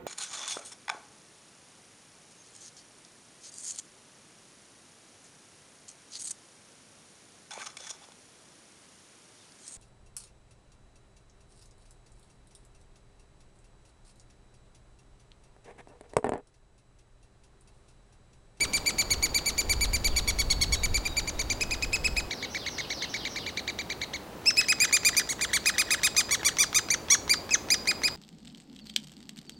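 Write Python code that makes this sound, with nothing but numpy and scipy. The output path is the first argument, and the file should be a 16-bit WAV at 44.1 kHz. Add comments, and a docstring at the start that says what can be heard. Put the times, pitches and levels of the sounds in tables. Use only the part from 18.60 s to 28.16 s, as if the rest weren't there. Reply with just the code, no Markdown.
"""Woodpecker nestlings begging

Nestlings beg from a hole in a dead tree: one chick calls at the opening, sinks into the cavity, then
cries harder when a parent lands, each cry led by a beak snap. A sibling squeaks from deeper inside.
Voices are sums of harmonics and half-pitch lines under moving spectra; far songbirds are gliding sines.
Breeze, forest rush and hiss are filtered noise; delayed and decaying echoes give hollow, trunk and trees."""
import sys
import numpy as np
from scipy import signal
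from scipy.fft import rfft, irfft
from scipy.io import wavfile

SR = 44100
rng = np.random.default_rng(int(sys.argv[2]) if len(sys.argv) > 2 else 0)


def transcribe(u):
    """Save the signal u as a 16-bit wav file named by the first command-line argument.

    u: samples, shape (n,) or (channels, n), limited to [-1, 1]; the rate is SR.
    q: integer samples, one column per channel.
    """
    v = np.clip(np.atleast_2d(u).T, -1, 1)
    q = np.round(v * 32767).astype(np.int16)
    wavfile.write(sys.argv[1], SR, q)


N = 421596

# calls of the nearest chick: t/s, length/s, top pitch f/Hz, level/dB
CHICK_CALLS = [(.005, .05, 2337, -25), (0.133, 0.049, 2350, -25.5), (0.26, 0.048, 2330, -26),
               (.383, .043, 2332, -25.5), (.504, 0.041, 2276, -26.5), (.625, 0.044, 2318, -27.5),
               (.744, 0.048, 2328, -29), (0.858, .048, 2310, -28.5), (.979, 0.04, 2350, -28.5),
               (1.094, 0.044, 2323, -27), (1.208, 0.049, 2330, -28), (1.332, 0.039, 2346, -28),
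               (1.444, .04, 2310, -27), (1.562, .039, 2302, -28), (1.675, 0.038, 2300, -28),
               (1.786, 0.04, 2253, -28.5), (1.901, 0.034, 2246, -27.5), (2.012, 0.035, 2237, -27.5),
               (2.122, .037, 2255, -28.5), (2.233, 0.032, 2318, -27.5), (2.342, 0.04, 2335, -27.5),
               (2.452, .03, 2407, -29.5), (2.567, .037, 2350, -27.5), (2.674, 0.029, 2350, -31.5),
               (2.791, 0.034, 2333, -30), (2.899, 0.035, 2395, -29), (3.008, .032, 2556, -27.5),
               (3.108, 0.043, 2506, -29.5), (3.223, 0.029, 2540, -29), (3.329, .04, 2595, -25.5),
               (3.443, .039, 2600, -26), (3.565, 0.043, 2532, -28), (3.708, 0.034, 2330, -32.5),
               (3.824, 0.035, 2280, -34.5), (3.946, 0.035, 2294, -32), (4.061, 0.034, 2240, -33),
               (4.181, 0.034, 2240, -33.5), (4.301, 0.037, 2277, -34), (4.42, 0.035, 2237, -33.5),
               (4.539, 0.035, 2310, -32.5), (4.65, 0.033, 2330, -32), (4.758, .036, 2334, -33.5),
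               (4.862, 0.041, 2346, -34.5), (4.971, 0.032, 2343, -31.5), (5.076, 0.032, 2357, -31.5),
               (5.187, .034, 2355, -32), (5.299, 0.033, 2360, -32), (5.414, 0.033, 2306, -33),
               (5.534, 0.038, 2250, -36), (5.858, .053, 2672, -30), (5.969, .048, 2598, -25),
               (6.084, 0.045, 2547, -25), (6.201, .054, 2493, -24.5), (6.326, .048, 2457, -26),
               (6.448, .047, 2455, -25.5), (6.566, .036, 2435, -28.5), (6.689, 0.045, 2240, -39),
               (6.809, 0.045, 2430, -33.5), (6.931, 0.046, 2326, -29.5), (7.057, .045, 2500, -27),
               (7.18, 0.044, 2480, -27.5), (7.305, .045, 2533, -27.5), (7.432, 0.046, 2530, -27),
               (7.564, 0.051, 2498, -28), (7.708, 0.049, 2315, -29.5), (7.847, .047, 2337, -28.5),
               (7.985, .059, 2402, -28.5), (8.145, 0.05, 2478, -28.5), (8.302, .047, 2378, -32),
               (8.5, 0.055, 2287, -29), (8.694, 0.05, 2390, -29), (8.908, .05, 2577, -31),
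               (9.102, 0.046, 2480, -28.5), (9.272, .046, 2503, -29), (9.434, 0.052, 2502, -30)]
# effort through a steady begging call: t/(call length), level/dB
STEADY_PUSH = [(0, 0.5), (.08, 2), (.4, 5.5), (.7, 1), (.9, -8), (1.05, -7)]
SINKS_S, PARENT_LANDS_S = 3.65, 5.7


def amp(db):
    """Logarithmic level: 20 dB is a tenfold amplitude."""
    return 10 ** (np.asarray(db) / 20)


def evened(x):
    """Normalisation by power: scales to an rms of 1."""
    return x / np.sqrt(np.mean(x ** 2) + 1e-20)


def read(points, hz):
    """Interpolation of a spectrum on a logarithmic frequency axis."""
    f, value = np.transpose(points)
    return np.interp(np.log(hz + 1), np.log(f + 1), value)


def at(curve, s):
    """Linear interpolation of every column of a control curve at time s."""
    times, *columns = np.transpose(curve)
    return [np.interp(s, times, column) for column in columns]


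def add(mix, s, sound):
    """Superposition: lays a sound into the mix at time s."""
    part = mix[max(round(s * SR), 0):][:len(sound)]
    part += sound[:len(part)]


def noise(colour, size):
    """Spectral shaping: white noise weighted by a spectrum, at an rms of 1."""
    spectrum = rfft(rng.standard_normal(size))
    hz = np.fft.rfftfreq(size, 1 / SR)
    return evened(irfft(spectrum * amp(read(colour, hz)), size))


def waver(rate_hz, size):
    """Low-pass filtered noise: smooth random motion, mostly below a given rate."""
    hz = np.fft.rfftfreq(16384, 1 / SR)
    spectrum = rfft(rng.standard_normal(2 * len(hz) - 2))
    return evened(irfft(spectrum / (1 + (hz / rate_hz) ** 4)))[:size]


def forest():
    """Partial coherence: a diffuse rush and hiss differing between the ears, with a thin steady whine."""
    # rush and hiss of the woods: f/Hz, level/dB
    rush_colour = [(15, -20), (60, -1), (130, -4.5), (300, -3), (600, -6.5), (1000, -10), (1500, -16),
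                   (2500, -20.5), (4000, -23), (7000, -28.5), (15000, -32.5), (16000, -21.5)]
    # strength of the rush: t/s, level/dB
    rush_db = [(0, -40.5), (3.6, -41.5), (3.8, -42.5), (5.7, -43), (8, -42.5), (9.5, -41.5)]
    # left-right likeness: f/Hz, correlation/1
    likeness = [(30, 1), (120, 1), (300, 0.99), (700, 0.97), (2000, 0.99), (6000, 1), (10000, 0.54),
                (15000, 0.27)]
    whine_hz, whine_db = 15105, -71
    t = np.arange(N) / SR
    a, b = rfft(noise(rush_colour, size=N)), rfft(noise(rush_colour, size=N))
    same = np.clip(read(likeness, np.fft.rfftfreq(N, 1 / SR)), -1, 1)
    mid = irfft(a * np.sqrt((1 + same) / 2), N)
    side = irfft(b * np.sqrt((1 - same) / 2), N)
    whine = amp(whine_db) * evened(np.sin(2 * np.pi * whine_hz * t))
    level = amp(np.interp(t, *np.transpose(rush_db)))
    return level * np.array([mid + side, mid - side]) + whine


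def wind():
    """Turbulent pressure on the microphone: low noise in random gusts, gone after 3.71 s."""
    # strength of the breeze before gusts and gain: t/s, level/dB
    breeze_db = [(0.0, -44), (0.42, -50.5), (0.52, -36), (0.96, -45.5), (1.1, -32), (2.32, -30.5),
                 (2.47, -41), (3.54, -36.5), (3.67, -42), (3.7, -54)]
    # spectrum of the turbulence: f/Hz, level/dB
    breeze_colour = [(10, -7.5), (32, -4.5), (60, -5.5), (95, -14), (150, -22.5), (300, -42), (900, -64)]
    gusts_hz, gusts_db, gain_db = 4.7, 1, 0.5
    t = np.arange(N) / SR
    spectrum = rfft(rng.standard_normal(N))
    gusts = evened(irfft(spectrum / (1 + (np.fft.rfftfreq(N, 1 / SR) / gusts_hz) ** 4), N))
    db = at(breeze_db, t)[0] + gain_db + gusts_db * gusts
    fade = np.interp(t, [3.66, 3.71], [1, 0])
    return noise(breeze_colour, size=N) * amp(db) * fade


def hiss():
    """Turbulent flow noise: air rushes through the chick's throat as each call is about to catch."""
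    # hiss of begging, then of the cries for food: f/Hz, level/dB
    chatter_colour = [(800, -35), (1800, -11), (2500, -1), (3800, -9), (5000, -3), (6000, -15), (7200, -24),
                      (15000, -30)]
    cry_colour = [(800, -22), (2000, 0), (3300, 0), (4800, -8), (5500, -3), (6100, 6), (6900, -21),
                  (9000, -21), (15000, -15)]
    hiss_s, below_call_db = 0.014, -15
    out, swell = np.zeros(N), signal.windows.tukey(int(hiss_s * SR), .5)
    for s, _, _, db in CHICK_CALLS:
        colour = chatter_colour if s < PARENT_LANDS_S else cry_colour
        air = swell * noise(colour, size=4096)[:len(swell)]
        add(out, s - 0.54 * hiss_s, amp(db + below_call_db) * air)
    return out


def cry(length, top_hz, rise, crest, colour, push, tilt=0, beak_hz=6000, beak_db=0, hoarse_db=-40, bite_db=0):
    """Source and filter: the syrinx tightens, holds, then slackens roughly; throat and beak colour it."""
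    # strength of the lines between the harmonics: f/Hz, level/dB
    half_lines = [(1200, -5.5), (3500, -0.5), (5900, 5), (8300, 4.5), (14000, -4)]
    # the treble blooms just after the onset and dulls again as the call slackens
    bloom_s, onset_dull_db_per_octave, slack_dull_db_per_octave = 0.0028, 3.5, 2.5
    # a brief ring of the throat as the call starts
    bite_hz, bite_width_hz, bite_at_s, bite_s = 6100, 380, 0.0017, .002
    overtone_spread_db = 0.85  # no two calls have quite the same balance of overtones
    t = np.arange(int(1.07 * length * SR)) / SR
    u, crest = t / length, np.clip(crest, .03, .8)

    opening = rise * np.maximum(1 - u / crest, 0) ** 2
    closing = .48 * np.maximum((u - crest) / (1 - crest), 0) ** 2.6
    arch = 1 - opening - closing
    scoop = 1 - 0.344 * np.exp(-t / 0.00105)  # the pitch snaps up as the membranes close
    # the voice is unsteady as it starts and as it lets go
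    slack = np.minimum(u, 1) ** 10 + np.exp(-t / .0018)
    jitter = (.003 + .014 * slack) * waver(1100, len(t)) + .005 * waver(70, len(t))
    hz = top_hz * np.maximum(arch, .5) * scoop * (1 + jitter)
    phase = 2 * np.pi * np.cumsum(hz) / SR
    k = np.arange(1, 21)[:, None] / 2  # harmonics and the half-pitch lines between them
    f = k * hz

    tilt = tilt - onset_dull_db_per_octave * np.exp(-t / bloom_s) - slack_dull_db_per_octave * u ** 4
    resonance = beak_db * np.exp(-.5 * ((f - beak_hz) / 600) ** 2)
    bite = np.exp(-((t - bite_at_s) / bite_s) ** 2 - .5 * ((f - bite_hz) / bite_width_hz) ** 2)
    db = read(colour, f) + tilt * np.log2(f / 2400) + resonance + bite_db * bite
    # strong and weak cycles alternate in mid-call, adding lines between the harmonics
    halves = hoarse_db + read(half_lines, f) - 50 * (u - .52) ** 2
    flutter = 2.0 * np.array([waver(170, len(t)) for _ in k])
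    db = db + (k % 1 > 0) * (halves + .5 * flutter)
    db = db + flutter + overtone_spread_db * rng.standard_normal(k.shape)

    partials = np.sin(k * phase + 2 * np.pi * rng.random(k.shape))
    voice = (amp(db) * (f < SR / 2) * partials).sum(0)
    rasp = noise(colour, size=4096)[:len(t)] * (amp(-25) + amp(-10) * slack)
    edges = np.clip(np.minimum(t / .0017, (t[-1] - t) / .004), 0, 1)
    return (voice + rasp) * amp(np.interp(u, *np.transpose(push))) * edges


def hoarseness(s):
    """Period doubling: base level of the half-pitch lines in a call at time s."""
    # spells of changing hoarseness: start t/s, end t/s, first level/dB, last level/dB
    spells = [(1.5, 2.18, -18, -8), (6.28, 6.99, -21.5, -19), (7, 8.223, -18, -9), (8.42, 8.6, -10, -10)]
    for start, end, first_db, last_db in spells:
        if start <= s < end:
            return np.interp(s, [start, end], [first_db, last_db])
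    return -39  # the clear voice


def chick():
    """Radiation from an opening: the nearest voice takes its colour from its place in the hole."""
    # voice with the head in the opening, down in the cavity, straining for food: f/Hz, level/dB
    at_opening = [(1200.0, -3.5), (1900.0, -8.5), (2400.0, -1.5), (3000.0, -1), (4000.0, -1),
                  (4600.0, -4.5), (5200.0, -4), (6200.0, -3.5), (7000.0, -7), (8200.0, -12.5),
                  (9500.0, -15.5), (10800.0, -12.5), (12000.0, -22.5), (15000.0, -28)]
    in_cavity = [(1200, -21), (1900, -1.5), (2350, -3.5), (2900, 1), (3500, 2), (4000, 7.5), (4550, -7),
                 (5200, -5.5), (6200, 2), (7000, -12.5), (8000, -8.5), (9300, -31), (10800, -22),
                 (15000, -29)]
    straining = [(1200.0, 5), (1900.0, 7.5), (2400.0, 1), (3000.0, 8.5), (4000.0, 7.5), (4600.0, 0.5),
                 (5200.0, 5), (6200.0, 8), (7000.0, -1.5), (8200.0, 5), (9500.0, 0), (10800.0, -3),
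                 (12000.0, -8), (15000.0, -12.5)]
    # effort through a cry for food: t/(call length), level/dB
    hard_push = [(0, -7.5), (.07, -3), (.15, -1), (.42, 3), (.7, -1), (.9, -6), (1.05, -15)]
    # pitch arch: t/s, opening rise/(share of pitch), place of the crest/(share of call length)
    pitch_arch = [(0, 0.078, 0.42), (2.55, 0.026, 0.41), (2.9, 0.23, 0.34), (3.45, 0.15, .33),
                  (3.7, .34, 0.35), (5.55, 0.31, .37), (5.85, .12, .58), (6.55, 0.116, .6),
                  (6.8, 0.33, 0.33), (7.5, 0.3, 0.39), (7.8, 0.095, .44), (8.3, 0.197, .53),
                  (8.7, 0.12, 0.56), (8.9, 0.15, 0), (9.1, 0.2, 0.57)]
    # brightness of the voice: t/s, slope/(dB per octave)
    brightness = [(0, -1), (.75, 3), (1.45, 2.5), (2.35, 0.7), (2.8, -0.7), (3.44, -2), (3.57, -1),
                  (3.7, -4.5), (5.55, -3), (5.86, -5), (6.55, 0.74), (6.85, -2), (7.45, -0.7), (7.7, -1.8),
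                  (8.05, -0.5), (8.3, -2.5), (8.7, -1.3), (8.9, -6), (9.1, -1), (9.3, -3)]
    # resonance of the throat and open beak: t/s, f/Hz, height/dB
    beak = [(.2, 8440, 12), (.4, 6860, 2.5), (1.1, 4150, -2), (2, 4060, 4), (2.12, 6790, 3.5),
            (2.5, 6850, 0), (2.85, 6200, 8.5), (3.25, 6300, 3), (3.44, 8140, 5.5), (3.57, 3320, 1),
            (5.55, 3920, 0), (5.86, 5690, 15), (5.97, 5630, 8.5), (6.4, 6930, 6), (6.57, 5770, 10),
            (6.69, 7130, 11.5), (6.81, 7460, 6), (7.1, 7300, -1.5), (7.7, 6900, 4), (7.98, 5850, 6.5),
            (8.14, 6700, 7.5), (8.3, 6000, 14), (8.5, 6260, 13), (8.7, 5250, 9), (8.9, 6330, 25.5),
            (9.1, 5650, 9.5), (9.27, 4950, 5)]
    out = np.zeros(N)
    for s, length, hz, db in CHICK_CALLS:
        colour = at_opening if s < SINKS_S else in_cavity if s < PARENT_LANDS_S else straining
        push, bite_db = (STEADY_PUSH, 0.5) if s < PARENT_LANDS_S else (hard_push, 4.5)
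        rise, crest = at(pitch_arch, s)
        [tilt] = at(brightness, s)
        beak_hz, beak_db = at(beak, s)
        call = cry(length, hz, rise, crest, colour, push, tilt, beak_hz, beak_db, hoarseness(s), bite_db)
        add(out, s, amp(db) * call)
    return out


def cavity(x):
    """Early reflection: the wooden hollow throws back a few close echoes."""
    # echoes inside the hollow: delay t/s, level/dB
    walls = [(.0013, -28), (.0029, -19), (.0047, -8), (.0071, -8)]
    # how much of the voice comes by way of the hollow: t/s, level/dB
    depth = [(0, -7), (2.5, -12), (3.2, -6.5), (5.85, -7.5), (6.6, -7.5), (9.5, -4)]
    inward = x * amp(np.interp(np.arange(N) / SR, *np.transpose(depth)))
    out = np.zeros(N)
    for delay, db in walls:
        add(out, delay, amp(db) * inward)
    return out


def trunk(x, t60=.1):
    """Diffuse scattering: a short ring off the bark and branches round the hole."""
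    t = np.arange(4096) / SR
    ring = rng.standard_normal(len(t)) * amp(-60 * t / t60) * (t > .002)
    return signal.oaconvolve(x, ring / np.linalg.norm(ring))[:N]


def trees(x, delay_s=0.016, linger=0.7):
    """Reverberation: sparse echoes from trunks, each band decaying at its own speed."""
    # decay by 60 dB, before the linger factor: f/Hz, t/s
    decay_s = [(1000, 0.12), (2400, 0.65), (4800, 0.43), (7000, 0.74), (10000, 0.38), (15000, 0.091)]
    # spectrum of the echoes: f/Hz, level/dB
    echo_colour = [(1000, 0), (2400, 0), (3500, 2), (4800, 13.5), (6100, -5.5), (7300, 4.5), (9000, -4.5),
                   (15000, -9)]
    sparse = rng.standard_normal(SR) * (rng.random(SR) < 2500 / SR)  # about 2500 echoes a second
    taps = sparse * (np.arange(SR) > delay_s * SR)
    hz, t, z = signal.stft(taps, SR, nperseg=256)
    decay_db = -60 * t / (linger * read(decay_s, hz)[:, None])
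    z = z * amp(read(echo_colour, hz)[:, None] + decay_db)
    tail = signal.istft(z, SR, nperseg=256)[1]
    return signal.oaconvolve(x, tail / np.linalg.norm(tail))[:N]


def songbird():
    """Frequency modulation: notes hold, then glide, and wide slurs are buzzier from random pitch jitter."""
    # stray notes: t/s, length/s, first f/Hz, last f/Hz, level/dB
    stray_notes = [(.958, 0.029, 3490, 2980, -56), (1.495, 0.041, 3480, 2700, -49),
                   (2.139, 0.041, 3760, 3990, -41.5), (2.437, 0.062, 3750, 3850, -43.5),
                   (2.746, 0.031, 3765, 3800, -45.5)]
    # one song: the same falling slur six times at an even beat, loudest in the middle
    start_s, beat_s, slur_s, slur_first_hz, slur_last_hz = 3.688, .1975, 0.18, 5860, 2540
    crest_s, crest_db, fade_db_per_s = 4.28, -43, 8
    out = np.zeros(N)
    slurs = [(s, slur_s, slur_first_hz, slur_last_hz, crest_db - fade_db_per_s * abs(s - crest_s))
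             for s in start_s + beat_s * np.arange(6)]
    for s, length, first_hz, last_hz, db in stray_notes + slurs:
        u = np.linspace(0, 1, int(length * SR))
        hz = first_hz * (last_hz / first_hz) ** np.interp(u, [0, .27, 1], [0, 0, 1])
        buzz = .006 + .033 * abs(np.log2(first_hz / last_hz))
        hz = hz * (1 + buzz * waver(450, len(u)))
        note = np.sin(2 * np.pi * np.cumsum(hz) / SR)
        add(out, s, amp(db) * note * signal.windows.tukey(len(u), .2))
    return out


def ticks():
    """Impulsive excitation: a dry decaying snap as the beak opens just before each cry for food."""
    # strength of the snap: t/s, level/dB
    snap_db = [(5.9, -44), (6.45, -26.5), (6.7, -35), (7.3, -37), (7.9, -25.5), (8.6, -31), (9.4, -33)]
    # spectrum of the snap: f/Hz, level/dB
    snap_colour = [(300, -12), (1000, 16), (3200, 8), (4600, 7), (6300, 5.5), (8000, -15), (15000, -24)]
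    lead_s, decay_s = .0155, .0028
    out, t = np.zeros(N), np.arange(1024) / SR
    for s, *_ in CHICK_CALLS:
        if s > PARENT_LANDS_S:
            snap = noise(snap_colour, size=len(t)) * np.exp(-t / decay_s)
            add(out, s - lead_s, amp(at(snap_db, s)) * snap)
    return out


def sibling():
    """Muffling by the hollow: short squeaks from the bottom of the nest, slowly sinking in pitch."""
    # squeaks: t/s, level/dB
    squeaks = [(5.983, -41), (6.025, -38), (6.219, -36), (6.276, -39.5), (6.529, -40), (6.595, -36),
               (6.785, -45), (6.888, -44.5), (7.139, -42.5), (7.269, -43), (7.376, -45), (7.686, -48),
               (7.793, -45.5), (7.906, -48)]
    # muffled voice: f/Hz, level/dB
    muffled = [(1000, -8), (1600, 6), (2100, -3.5), (3000, 3), (4000, -7), (5000, -14), (6100, -10),
               (7500, -17), (12000, -28)]
    length_s, first_hz, sag_hz_per_s = .028, 2050, 82
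    out = np.zeros(N)
    for s, db in squeaks:
        hz = first_hz - sag_hz_per_s * (s - squeaks[0][0])
        squeak = cry(length_s, hz, rise=0.089, crest=0.243, colour=muffled, push=STEADY_PUSH)
        add(out, s, amp(db) * squeak)
    return out


def scene():
    """Direct and reflected sound: the nest straight ahead, the forest all round."""
    voices = chick() + hiss() + sibling() + ticks()
    nest = voices + cavity(voices) + amp(-17) * trunk(voices)
    song = songbird()
    far = amp(-11) * song + amp(3) * trunk(song) + amp(-4) * trees(song, delay_s=0.023, linger=1.7)
    echoes = amp(-21.5) * trees(nest)
    # echoes of opposite sign in the two channels
    width = amp(-42) * trees(nest + far) * np.array([[1], [-1]])
    return nest + echoes + far + width + wind() + forest()


def record(dry):
    """Band limitation: the recorder passes what lies below its upper edge."""
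    edge_hz = 15900
    lowpass = signal.firwin(255, edge_hz, window=("kaiser", 9), fs=SR)
    return signal.oaconvolve(dry, lowpass[None], "same")


dry = scene()
out = record(dry)
transcribe(out)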